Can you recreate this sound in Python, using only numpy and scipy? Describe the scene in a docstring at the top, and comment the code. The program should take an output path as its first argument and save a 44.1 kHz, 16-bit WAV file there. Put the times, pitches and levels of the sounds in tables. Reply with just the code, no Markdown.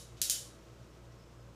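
"""A homemade bow is drawn in a bare garage. From the start there is mains hum, a fan's faint drone, low
room noise, the friction hiss of the string and the dying reverberation of an earlier snap. As the string
takes up load, it ticks and a pulley snaps sharply twice; each impulse rings the pulley's modes and
reflects off the metal door and the walls. The string then slides on with one more tick and tiny squeaks,
its hiss fading as the draw slows."""
import sys
import numpy as np
from scipy import signal
from scipy.fft import rfft, irfft
from scipy.io import wavfile

SR = 44100
rng = np.random.default_rng(int(sys.argv[2]) if len(sys.argv) > 2 else 0)


def int16_out(signal):
    """Quantize to a 16-bit WAV file."""
    q = np.round(np.clip(np.atleast_2d(signal).T, -1, 1) * 32767)
    wavfile.write(sys.argv[1], SR, q.astype(np.int16))


N = 68355
T = np.arange(N) / SR
FREQS = np.maximum(np.fft.rfftfreq(2 * N, 1 / SR), 1)  # Hz; double length leaves room for decays


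def undb(db):
    """Amplitude ratio of a level in decibels."""
    return 10 ** (np.asarray(db) / 20)


def at(points, hz):
    """Interpolation of (frequency, value) points on a logarithmic frequency axis."""
    freqs, values = np.array(points, float).T
    return np.interp(np.log(hz), np.log(freqs), values)


def envelope(points):
    """Amplitude envelope through (time, level) points, linear in decibels."""
    return undb(np.interp(T, *np.array(points).T))


def noise(gain):
    """Spectral shaping: white noise filtered by a gain over frequency, scaled to rms 1."""
    shaped = irfft(rfft(rng.standard_normal(2 * N)) * gain)[:N]
    return shaped / np.sqrt(np.mean(shaped ** 2))


def drift(rate_hz):
    """Slow random modulation: low-pass noise of rms 1."""
    return noise(1 / (1 + (FREQS / rate_hz) ** 4))


def band(hz, width_hz):
    """Narrow-band noise of rms 1, as from a randomly driven resonance."""
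    return noise(1 / (1 + (2 * (FREQS - hz) / width_hz) ** 4))


def delay(seconds):
    """Frequency response of a pure delay: phase lag proportional to frequency."""
    return np.exp(-2j * np.pi * FREQS * seconds)


def minimum_phase(db):
    """Causal response with the given levels over frequency, by folding the cepstrum."""
    cepstrum = irfft(np.log(undb(db)))
    cepstrum[1:N] *= 2
    cepstrum[N + 1:] = 0
    return np.exp(rfft(cepstrum))


def mains_hum():
    """Harmonic hum: the mains fundamental and its octave, both wavering in amplitude."""
    # course of the second harmonic (time [s], rms level [dB])
    octave_level = [(0, -63.5), (0.155, -52), (0.2, -64), (0.37, -64), (0.4, -57), (0.51, -59), (0.6, -70),
                    (0.66, -68), (0.705, -53.5), (0.765, -64), (0.815, -51.5), (0.875, -65.5), (1.03, -59),
                    (1.135, -55.5), (1.25, -66), (1.38, -58), (1.5, -55.5), (1.55, -68)]
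    mains_hz, mains_db = 59.1, -60
    phase = 2 * np.pi * (mains_hz * T + rng.random())
    octave = envelope(octave_level) * np.sin(2 * phase + 0.18 * drift(5.7))
    fundamental = undb(mains_db + 0.7 * drift(4)) * np.sin(phase)
    return np.sqrt(2) * (fundamental + octave)


def fan_and_air():
    """Stationary noise: a fan drones in narrow bands over a low broadband floor."""
    # resonances of the fan (frequency [Hz], bandwidth [Hz], rms level [dB])
    resonances = [(160.6, 15.7, -70.5), (330.5, 46, -69), (480, 12, -71.5), (559.2, 11, -70.5),
                  (646, 43, -74.5), (1073, 30, -78.5), (1288, 22, -79.5), (1953, 16, -84.5)]
    # spectrum of the noise floor (frequency [Hz], relative level [dB])
    floor_spectrum = [(20, -23), (40, -9), (60, -10), (128, -6.5), (200, -6.5), (255, -12), (380, -10),
                      (540, -12.5), (750, -17.5), (1200, -19), (1600, -22), (1800, -27), (2780, -27.5),
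                      (4620, -33.5), (6000, -31.5), (8000, -34), (9000, -40), (15000, -45)]
    floor_db = -59
    drone = sum(undb(db) * band(hz, width) for hz, width, db in resonances)
    return drone + undb(floor_db) * noise(undb(at(floor_spectrum, FREQS)))


def string_friction():
    """Sliding friction: an uneven dry hiss, and faint squeaks that sink in pitch as the draw slows."""
    # spectrum of the rubbing string (frequency [Hz], relative level [dB])
    hiss_spectrum = [(1000, 0), (2500, -1), (6000, -2), (9000, -11.5), (15000, -18.5)]
    # course of the hiss (time [s], level [dB])
    hiss_level = [(0, -68.5), (0.6, -67), (0.9, -71), (1.1, -73), (1.55, -72.5)]
    # squeaks of the string on the pulley (centre time [s], duration [s], frequency [Hz], level [dB])
    squeak_events = [(0.835, .03, 5500, -79), (0.93, 0.049, 5450, -78), (1.122, 0.028, 5600, -75.5),
                     (1.228, .09, 5240, -75.5), (1.32, .05, 5250, -80), (1.395, 0.059, 5080, -75)]
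    roughness_db, squeak_width_hz = 1.5, 490
    catching = undb(roughness_db * drift(25))
    hiss = noise(undb(at(hiss_spectrum, FREQS))) * envelope(hiss_level)
    squeaks = sum(undb(db) * band(hz, squeak_width_hz) / (1 + (2 * (T - centre) / duration) ** 4)
                  for centre, duration, hz, db in squeak_events)
    return (hiss + squeaks) * catching


def reverberation():
    """Diffuse field as a frequency response: scatter off the ribbed door, a tail losing treble first."""
    # decay of the garage (frequency [Hz], reverberation time T60 [s])
    decay_times = [(1500, 0.5), (3500, 0.42), (7000, 0.3756), (10000, 0.3978), (15000, 0.21)]
    # spectrum of the tail (frequency [Hz], relative level [dB])
    tail_spectrum = [(1500, 1), (3500, -0.59), (7000, -0.1), (10000, -0.74), (15000, -0.68)]
    tail_db, build_s = -24.5, 0.0035
    scatter_db, scatter_start_s, scatter_decay_s = -28.5, 0.009, 0.012
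    centres = np.geomspace(500, 16000, 11)
    white = rfft(rng.standard_normal(2 * N))
    tail = np.zeros(N)
    for hz, share in zip(centres, np.eye(len(centres))):
        triangular_band = np.interp(np.log(FREQS), np.log(centres), share)
        decay = undb(at(tail_spectrum, hz) - 60 * T / at(decay_times, hz))
        tail += irfft(white * triangular_band)[:N] * decay
    tail *= 1 - np.exp(-T / build_s)
    burst = rng.standard_normal(N) * np.exp(-T / scatter_decay_s)
    scatter = rfft(burst, 2 * N) * delay(scatter_start_s)
    return undb(tail_db) * rfft(tail, 2 * N) + undb(scatter_db) * scatter


def snap_spectrum():
    """Impulse excitation: a contact crack, dispersed by the bracket, rings the pulley's damped modes."""
    # spectrum of the contact crack (frequency [Hz], relative level [dB])
    crack_spectrum = [(300, -42), (1100, -29), (1550, -14.5), (2300, -15.5), (3100, -3.5), (4200, -1),
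                      (6800, 2.5), (8400, -1.5), (9600, 1), (12000, -4), (15000, -5.5)]
    # modes of the pulley and its bracket (frequency [Hz], relative level [dB], decay time T60 [s])
    modes = [(3017, -8, 0.17), (3827, -6.5, 0.2), (4680, -20, .07), (5590, -7, .07), (6260, -12, .08),
             (6405, -17, 0.065), (6940, 1, .02), (7550, -2, 0.048), (9190, -3.5, 0.08), (9550, -0.5, .03),
             (10240, -2, 0.036), (11400, -3, 0.086)]
    smear_hz, smear_q, ring_db = 6550, 1.9, -40
    s = 1j * FREQS / smear_hz
    all_pass = (s * s - s / smear_q + 1) / (s * s + s / smear_q + 1)
    crack = minimum_phase(at(crack_spectrum, FREQS)) * all_pass ** 2  # spread by under a millisecond
    ring = sum(undb(db - 60 * T / t60) * np.cos(2 * np.pi * hz * T) for hz, db, t60 in modes)
    return crack * (1 + undb(ring_db) * rfft(ring, 2 * N))


def early_reflections():
    """Discrete echoes as a frequency response: the nearest surfaces, then a narrow band off the door."""
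    # reflections from the nearest surfaces (delay [s], relative level [dB])
    echoes = [(0.00123, -3), (0.0017, -3), (0.0031, -7)]
    door_delay_s, door_db, door_hz, door_half_width_hz = 0.0091, -1, 6800, 1300
    door = undb(door_db) * delay(door_delay_s) / (1 + 1j * (FREQS - door_hz) / door_half_width_hz) ** 2
    return door + sum(undb(db) * delay(lag) for lag, db in echoes)


def snaps_and_ticks():
    """Superposition: each impulse arrives directly, by early reflection and through the diffuse field."""
    # snaps of the pulley (time [s], gain [dB], treble tilt [dB/octave], reverberation gain [dB])
    snaps = [(0.2164, -3, -0.14, 0), (0.2979, -3, 0.37, 1)]
    # ticks of the settling string (time [s], gain [dB], treble tilt [dB/octave], reverberation gain [dB])
    ticks = [(0.17, -44.5, -10, 8), (0.8457, -51, -2, 0)]
    linger_db, linger_age_s = -5.5, 0.12  # the room still rings from a snap just before the start
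    snap = snap_spectrum()
    direct_and_early = 1 + early_reflections()
    octaves = np.log2(np.clip(FREQS, 2000, 16000) / 7000)  # the tilt pivots at 7 kHz
    arrivals = 0
    for onset, db, tilt, room_db in snaps + ticks:
        paths = direct_and_early + undb(room_db) * reverberation()
        arrivals += minimum_phase(db + tilt * octaves) * delay(onset) * paths
    lingering = undb(linger_db) * irfft(snap * reverberation() * delay(-linger_age_s))[:N]
    return irfft(arrivals * snap)[:N] + lingering


def scene():
    """Linear superposition of the bow and the garage's background, on one channel."""
    return (snaps_and_ticks() + string_friction() + mains_hum() + fan_and_air())[None]


def record(dry):
    """Band limiting: a steep elliptic low-pass removes the highest treble."""
    cutoff_hz = 15250
    return signal.sosfilt(signal.ellip(10, 0.2, 70, cutoff_hz, fs=SR, output="sos"), dry)


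dry = scene()
out = record(dry)
int16_out(out)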